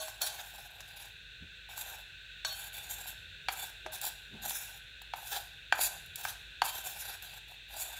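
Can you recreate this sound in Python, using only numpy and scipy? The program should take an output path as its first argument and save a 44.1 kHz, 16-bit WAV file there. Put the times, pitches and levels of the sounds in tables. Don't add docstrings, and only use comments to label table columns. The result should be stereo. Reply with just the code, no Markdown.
import sys
import numpy as np
from scipy import signal
from scipy.fft import rfft, irfft
from scipy.io import wavfile

SR = 44100
rng = np.random.default_rng(int(sys.argv[2]) if len(sys.argv) > 2 else 0)


def to_wav(sig):
    pcm = np.clip(np.atleast_2d(sig), -1, 1) * 32767
    pcm = np.round(pcm).astype(np.int16)
    wavfile.write(sys.argv[1], SR, pcm.T)


N = 352359

# (pitch_hz, width_hz, relative level_db)
MIDDLE_RESONANCES = [(2235, 300, -4), (2540, 820, -2.5), (3020, 170, -13), (3500, 780, 0.5),
                     (4150, 240, 2.5), (4400, 254, -1)]
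# (pitch_hz, width_hz, relative level_db)
HIGH_RESONANCES = [(5460, 670, -11.5), (7056, 464, 3), (8100, 1170, -3), (9260, 660, -2), (10750, 990, 3),
                   (12370, 1840, 0.5), (14800, 800, 0.5), (15600, 260, -5)]
# (pitch_hz, relative level_db, time to fall by 60 dB t60_s)
FREE_RING = [(633, -1.5, 0.36), (1120, -5.5, 0.43), (1500, -2, 0.18), (3147, -10, 0.7), (3530, -3.5, 0.23),
             (3880, -4, 0.22), (4354, 1.5, 0.31), (4450, -13, 0.11), (5600, -8.5, 0.25), (5970, -13, 0.11),
             (6260, -6.5, 0.14), (6780, -4, 0.25), (7850, 0.5, 0.1), (9345, -25, .3), (10860, 0, 0.29),
             (12470, -22, .21), (12690, -15, .25), (14630, -18.5, .25)]


def from_db(db):
    return 10 ** (np.asarray(db) / 20)


def rms_one(x):
    return x / np.sqrt(np.mean(x ** 2) + 1e-20)


def seconds(size):
    return np.arange(size) / SR


def dying(t, t60):
    return np.exp(-np.log(1000) * t / t60)


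def add(out, s, sound):
    at = max(round(s * SR), 0)
    out[..., at:at + sound.shape[-1]] += sound[..., :N - at]


def drift(rate):
    knots = rng.standard_normal(N // 16)
    return rms_one(np.interp(seconds(N) * rate, np.arange(len(knots)), knots))


def stereo(pair, alike):
    alike = np.clip(alike, -1, 1)
    shared = np.sqrt((1 + alike) / 2) * pair[0]
    opposed = np.sqrt((1 - alike) / 2) * pair[1] * [[1], [-1]]
    return shared + opposed


def colour(x, spectrum, size=8192):
    hz, db = np.transpose(spectrum)
    gain = from_db(np.interp(np.log(np.fft.rfftfreq(size, 1 / SR) + 1), np.log(hz), db))
    cepstrum = irfft(np.log(gain))
    cepstrum[1:size // 2] *= 2
    cepstrum[size // 2 + 1:] = 0
    response = irfft(np.exp(rfft(cepstrum)))
    return signal.oaconvolve(x, response[None], axes=1)[:, :N]


def resonate(x, resonances):
    out = 0
    for k, (hz, width, db) in enumerate(resonances):
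        r = np.exp(-np.pi * width / SR)
        poles = [1, -2 * r * np.cos(2 * np.pi * hz / SR), r * r]
        ringing = signal.lfilter([1, 0, -1], poles, x + 1e-18)
        out = out + (-1) ** k * from_db(db) * (1 - r * r) / 2 * ringing
    return out


def band(x, low_hz, high_hz):
    edges_hz = [low_hz, min(high_hz, .45 * SR)]
    return signal.sosfilt(signal.butter(2, edges_hz, "band", fs=SR, output="sos"), x)


def sweep(t, length, crest, swell_db):
    touch_s, lift_t60_s = .012, .12
    settle_db, thin_db = 4, -1.5
    drag_follows, rasp_follows = 0.58, 0.97
    along, crest = np.clip(t / length, 0, 1), np.clip(crest, .02, .98)
    push_db = -swell_db * np.maximum(1 - along / crest, (along - crest) / (1 - crest))
    touching = np.clip(t / touch_s, 0, 1) * dying(np.maximum(t - length, 0), lift_t60_s)
    drag_db = drag_follows * push_db - settle_db * (along - crest)
    rasp_db = rasp_follows * push_db
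    hiss_db = push_db + thin_db * (along - crest)
    return touching * from_db([drag_db, rasp_db, hiss_db])


def stroke_gains():
    # (start_s, length_s, place of the hardest push 0-1,
    # swell up to that push_db, then before trims: drag on the wall_db, squeaky rasp_db, powder hiss_db)
    strokes = [(0.0, 0.22, 0.03, 19.5, -46.5, -50, -42), (0.208, 0.45, 0.03, 10, -51, -51.5, -47.5),
               (0.698, 0.24, 0.84, 4, -61, -62, -60), (0.956, 0.13, 0.16, 9.5, -56, -55, -49),
               (1.685, 0.32, 0.53, 9.5, -54.5, -50, -49), (2.457, 0.22, 0.7, 3.5, -57, -49.5, -46),
               (2.718, 0.39, 0.1, 3, -57, -55.5, -48), (3.494, 0.19, 0.7, 8, -51, -47, -43),
               (3.914, 0.059, 0.73, 8.5, -45.5, -46, -39), (4.006, 0.1, 0.3, 7, -47, -44.5, -41.5),
               (4.319, .09, .6, 3, -58, -57, -71), (4.416, 0.36, 0.29, 18, -52, -46.5, -37.5),
               (5.152, 0.32, 0.46, 11.5, -52.5, -54.5, -44), (5.735, 0.22, 0.29, 18, -41, -43, -41),
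               (6.17, 0.15, 0.85, 11, -53, -44.5, -41.5), (6.633, .34, 0, 8, -46, -48, -41.5),
               (6.999, .16, 0.58, 7.5, -51, -44.5, -43.5), (7.215, .16, 0.13, 4.5, -57, -53, -51),
               (7.47, 0.071, 0.3, 4, -59, -72, -60.5), (7.68, 0.4, 0.65, 8.5, -52, -52, -47)]
    # (middle_s, length at half height_s, then before trims: rasp_db, hiss_db)
    bites = [(0.229, 0.029, -42, -37.5), (0.271, 0.022, -53, -38.5), (0.398, 0.027, -41.5, -52),
             (1.797, 0.048, -56, -43), (2.925, 0.043, -54, -42.5), (3.092, 0.035, -53, -44.5),
             (4.064, 0.041, -52, -33.5), (4.452, 0.047, -46, -46), (4.568, 0.047, -66, -48),
             (5.349, 0.045, -37, -41), (5.84, 0.058, -53, -28.5), (6.658, 0.015, -54, -33.5),
             (6.691, 0.027, -51, -39.5), (6.9, 0.08, -70, -47), (7.006, 0.031, -58, -40),
             (7.806, 0.055, -58, -37.5)]
    bite_drag_db = -4.5
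    t, gains = seconds(SR), np.zeros((3, N))
    for s, length, crest, swell_db, *levels_db in strokes:
        add(gains, s, from_db(levels_db)[:, None] * sweep(t, length, crest, swell_db))
    for s, length, rasp_db, hiss_db in bites:
        bell = np.hanning(max(round(2 * length * SR), 1))
        levels_db = [rasp_db + bite_drag_db, rasp_db, hiss_db]
        add(gains, s - length, from_db(levels_db)[:, None] * bell)
    return gains


def grains(per_s, spread_db):
    sizes = from_db(spread_db * np.minimum(rng.exponential(1, (2, N)), 4))
    signed = sizes * rng.choice([-1, 1], (2, N))
    return signed * (rng.random(N) < per_s / SR)


def travelling(x, moves_per_s, path_t60=0.0074, ring_db=-2.5, ring_t60=0.049, focus_db=12, count=10, order=70):
    t, out, power = seconds(4096), 0, 0
    mode_hz = np.linspace(2000, 16000, order) + rng.normal(0, 50, order)
    modes = np.exp(2j * np.pi * mode_hz[:, None] * t) * dying(t, ring_t60)
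    for spot in range(count):
        paths = rms_one(stereo(rng.standard_normal((2, len(t))), alike=0.37) * dying(t, path_t60))
        strengths = rng.exponential(1, order) * np.exp(2j * np.pi * rng.random((2, order)))
        ring = rms_one((strengths @ modes).real)
        near = from_db(focus_db * drift(moves_per_s))
        heard = signal.oaconvolve(x, paths + from_db(ring_db) * ring, axes=1)[:, :N]
        out = out + near * heard / heard.std(axis=1, keepdims=True)
        power = power + near ** 2
    return out / np.sqrt(power)


def singing(force):
    resonances = [(hz, np.log(1000) / (np.pi * t60), db) for hz, db, t60 in FREE_RING]
    return resonate(force, resonances)


def scraping(drag_db=-1, rasp_db=-1, mid_db=0, hiss_db=3, sing_db=7, grit_db=-7,
             judder_db=3.0, judder_per_s=70, lumpy_db=2, rasp_share=0.5):
    # (pitch_hz, width_hz, relative level_db)
    low_resonances = [(370, 69, -22), (600, 23, -3), (783, 180, 10), (970, 260, -8)]
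    # (pitch_hz, width_hz, relative level_db)
    rasp_resonances = [(1550, 163, 5), (1800, 240, -22)]
    drag, rasp, hiss = stroke_gains()
    between = (rasp + 1e-9) ** rasp_share * (hiss + 1e-9) ** (1 - rasp_share)
    judder = rms_one(from_db(judder_db * drift(judder_per_s)))

    powder = travelling(stereo(grains(per_s=5000, spread_db=3), alike=0.94), moves_per_s=13)
    grit = rms_one(stereo(grains(per_s=500, spread_db=3.5), alike=0.14))
    lumps = stereo(grains(per_s=1300, spread_db=2.0), alike=0.66) * from_db(lumpy_db * drift(30))
    squeak_grains = stereo(grains(per_s=2500, spread_db=2.0), alike=0.18)

    low = band(resonate(lumps, low_resonances), 310, 1110)
    squeak = band(resonate(squeak_grains, rasp_resonances), 1310, 2080)
    mid = band(resonate(powder, MIDDLE_RESONANCES), 1620, 5600)
    high = band(resonate(powder + from_db(grit_db) * grit, HIGH_RESONANCES), 4400, 17700)

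    rub = from_db(drag_db) * drag * rms_one(low)
    rub += from_db(rasp_db) * rasp * rms_one(squeak)
    rub += from_db(mid_db) * between * rms_one(mid)
    rub += from_db(hiss_db) * hiss * rms_one(high)
    return judder * rub + from_db(sing_db) * singing(between * powder)


def clinks(shimmer=0.95, beat_hz=14, rise_s=0.0012):
    # (start_s, relative level_db, strongest ring_hz, fall-off_db per octave)
    strikes = [(0.0, -45, 1500, -1), (0.214, -34.5, 7000, 4.5), (2.448, -32.5, 4100, 7.5),
               (3.863, -47, 633, 18), (6.157, -47, 7100, 16), (6.672, -36, 3020, 29)]
    out, t = np.zeros((2, N)), seconds(SR)
    for s, db, centre_hz, fall_db in strikes:
        for hz, mode_db, t60 in FREE_RING:
            phase = rng.uniform(0, 2 * np.pi) + rng.normal(0, 0.68, (2, 1))
            twin_hz = hz + rng.normal(0, beat_hz)
            tone = np.sin(2 * np.pi * hz * t + phase) + shimmer * np.sin(2 * np.pi * twin_hz * t)
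            gain = from_db(db + mode_db - fall_db * abs(np.log2(hz / centre_hz)))
            add(out, s, gain * tone * dying(t, t60) * (1 - np.exp(-t / rise_s)))
    return out


def background():
    # (time_s, then before trims: rumble_db, hiss_db)
    course = [(0.0, -69, -53), (0.78, -68, -53.5), (2.58, -68, -51), (2.91, -64, -51), (5.41, -68, -52.5),
              (5.9, -63.5, -51.5), (7.99, -69, -51.5)]
    # (pitch_hz, relative level per hertz_db)
    hiss_shape = [(1100, -30.5), (1300, -20.5), (1520, 2), (1800, -8.5), (2200, -13.5), (2640, 0.5),
                  (3050, -11), (3650, -0.5), (4150, -8), (4700, -24), (5400, -29), (7500, -23.5),
                  (10000, -36), (16000, -35.5)]
    # (pitch_hz, relative level per hertz_db)
    rumble_shape = [(20, -39), (35, -15), (50, -3), (70, -7), (100, -6.5), (160, -13.5), (250, -30),
                    (450, -23), (800, -33), (1300, -49), (3000, -69)]
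    rumble_trim_db, hiss_trim_db = 6.5, 4.5
    hum_db, hum_hz = -61.5, 50.3
    dip_s, dip_spread_s, dip_db = 7.5, 0.27, -11.5
    s, *levels = np.transpose(course)
    rumble_db, hiss_db = [np.interp(seconds(N), s, db) for db in levels]
    hiss = rms_one(colour(stereo(rng.standard_normal((2, N)), alike=0.015), hiss_shape))
    dip = np.exp(-((seconds(N) - dip_s) / dip_spread_s) ** 2)
    hiss = hiss + (from_db(dip_db * dip) - 1) * resonate(hiss, [(1480, 430, 0)])
    rumble = rms_one(colour(stereo(rng.standard_normal((2, N)), alike=0.71), rumble_shape))
    hum = np.sqrt(2) * np.sin(2 * np.pi * hum_hz * seconds(N))
    noise = from_db(hiss_db + hiss_trim_db) * hiss + from_db(rumble_db + rumble_trim_db) * rumble
    return noise + from_db(hum_db) * hum


def knocks(rattle_db=-22, rattle_t60=0.034, click_t60=0.045, phase_spread=0.66,
           favour_db=7, favour_octaves=0.31, travel_s=0.001):
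    # (start_s, relative level_db, contact sharpness_hz,
    # modes favoured by the spot_hz, click against that level_db)
    landings = [(0.081, -36, 1490, 914, -1), (0.213, -37, 3500, 1475, -1), (0.805, -49, 8000, 7100, 12.5),
                (1.690, -46, 893, 836, -20), (1.777, -38, 1100, 950, -8), (2.448, -31, 4000, 1620, 2.5),
                (3.057, -40.5, 900, 850, -20), (3.485, -20.5, 6000, 4450, -11),
                (3.4902, -25.5, 2970, 1900, -18), (3.862, -25.5, 1190, 480, -13.5),
                (4.043, -32, 900, 850, -20), (4.508, -35, 1500, 900, -12), (5.016, -43.5, 7000, 7000, -16),
                (5.136, -25.5, 2220, 875, -14.5), (5.185, -42, 1200, 850, -16),
                (5.724, -12, 2780, 1770, -17), (5.741, -36, 3000, 1800, -18), (5.791, -21, 600, 710, -20.5),
                (6.251, -25, 2200, 1300, -5), (6.6183, -12, 1700, 1000, -15.5),
                (7.097, -37.5, 900, 850, -20), (7.518, -45, 900, 820, -20)]
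    # (pitch_hz, relative level_db, time to fall by 60 dB t60_s)
    wall_modes = [(333, -27, 0.061), (480, -28, 0.014), (757, -2.5, 0.021), (950, -3.5, 0.016),
                  (1262, -8, 0.019), (1571, -1, 0.019), (1900, -6, 0.01), (2350, -6.5, 0.018),
                  (2710, -9, 0.011), (3270, 2.5, 0.006), (4440, -3, 0.01), (7020, -9, 0.018)]
    out, t = np.zeros((2, N)), seconds(4096)
    for s, db, sharp_hz, spot_hz, click_db in landings:
        wall = 0
        for k, (hz, mode_db, t60) in enumerate(wall_modes):
            favour = favour_db * np.exp(-(np.log2(hz / spot_hz) / favour_octaves) ** 2)
            phase = rng.normal(0, phase_spread, (2, 1)) * hz / 2000
            tone = np.sin(2 * np.pi * hz * t + phase) * dying(t, t60)
            wall = wall + (-1) ** k * from_db(mode_db + favour) * tone
        wall = wall * np.minimum(t / travel_s, 1) ** .5
        chatter = band(rng.standard_normal(len(t)), 1920, 12000) * dying(t, rattle_t60)
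        force = (t == 0) + from_db(rattle_db) * chatter
        struck = signal.fftconvolve(wall, force[None])[:, :len(t)]
        soft = signal.butter(1, min(sharp_hz, .4 * SR), fs=SR)
        thump = signal.lfilter(*soft, struck)
        click = band(rng.standard_normal((2, len(t))), 720, 10200) * dying(t, click_t60)
        add(out, s, from_db(db) * (band(thump, 420, 12000) + from_db(click_db) * click))
    return out


def catches(level_db=-3, body_db=-3):
    # (start_s, level before trim_db)
    snags = [(0.2175, -12), (0.278, -27), (0.8051, -45), (1.7765, -25), (1.791, -24), (1.81, -21),
             (2.7678, -28), (2.9093, -32), (4.0142, -17.5), (4.051, -17), (4.4616, -26.5), (4.4949, -18),
             (4.5065, -20), (4.5558, -28), (5.018, -32), (6.061, -35), (6.1571, -19), (6.8476, -28),
             (7.005, -31), (7.2232, -27.5)]
    catch_t60_s = 0.024
    slips, t = np.zeros((2, N)), seconds(4096)
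    for s, db in snags:
        burst = rng.standard_normal((2, len(t))) * dying(t, catch_t60_s)
        add(slips, s, from_db(db + level_db) * burst)
    return resonate(slips, HIGH_RESONANCES) + from_db(body_db) * resonate(slips, MIDDLE_RESONANCES)


def thuds():
    # (middle_s, level_db, length_s, rough centre pitch_hz)
    shifts = [(1.435, -47.5, 0.025, 125), (3.868, -49, 0.013, 560), (4.35, -49, .035, 200),
              (4.45, -57, 0.07, 190)]
    out, t = np.zeros((2, N)), seconds(N)
    for s, db, length, hz in shifts:
        rumble = rms_one(band(rng.standard_normal(N), hz / 1.9, hz * 1.38))
        out += from_db(db) * rumble / np.cosh(np.clip(2 * (t - s) / length, -20, 20))
    return out


def room(x, first_s=0.0044, early_db=-14, early_t60=0.37):
    tail_db, tail_t60_s = -8, 0.53
    t = seconds(SR)
    echo = 0
    for db, t60 in (early_db, early_t60), (tail_db, tail_t60_s):
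        tail = rng.standard_normal((2, len(t))) * dying(t, t60) * (t > first_s)
        echo = echo + from_db(db) * rms_one(tail) / np.sqrt(len(t))
    return signal.oaconvolve(x, band(echo, 260, 10300), axes=1)[:, :N]


def scene():
    bowl = scraping() + catches() + knocks() + clinks() + thuds()
    return bowl + room(bowl) + background()


def record(dry):
    # (pitch_hz, level_db)
    right_tone = [(50, -6.5), (350, -0.5), (800, -2), (1500, -4.5), (2500, -2), (4000, -3), (6100, 3),
                  (7300, -9), (8150, -13), (9400, -10), (10700, -5.5), (12800, -1), (14300, -9.5),
                  (15600, -5)]
    cutoff_hz = 15900
    ports = np.vstack([dry[:1], colour(dry[1:], right_tone)])
    return signal.sosfilt(signal.ellip(10, .2, 80, cutoff_hz, fs=SR, output="sos"), ports)


dry = scene()
out = record(dry)
to_wav(out)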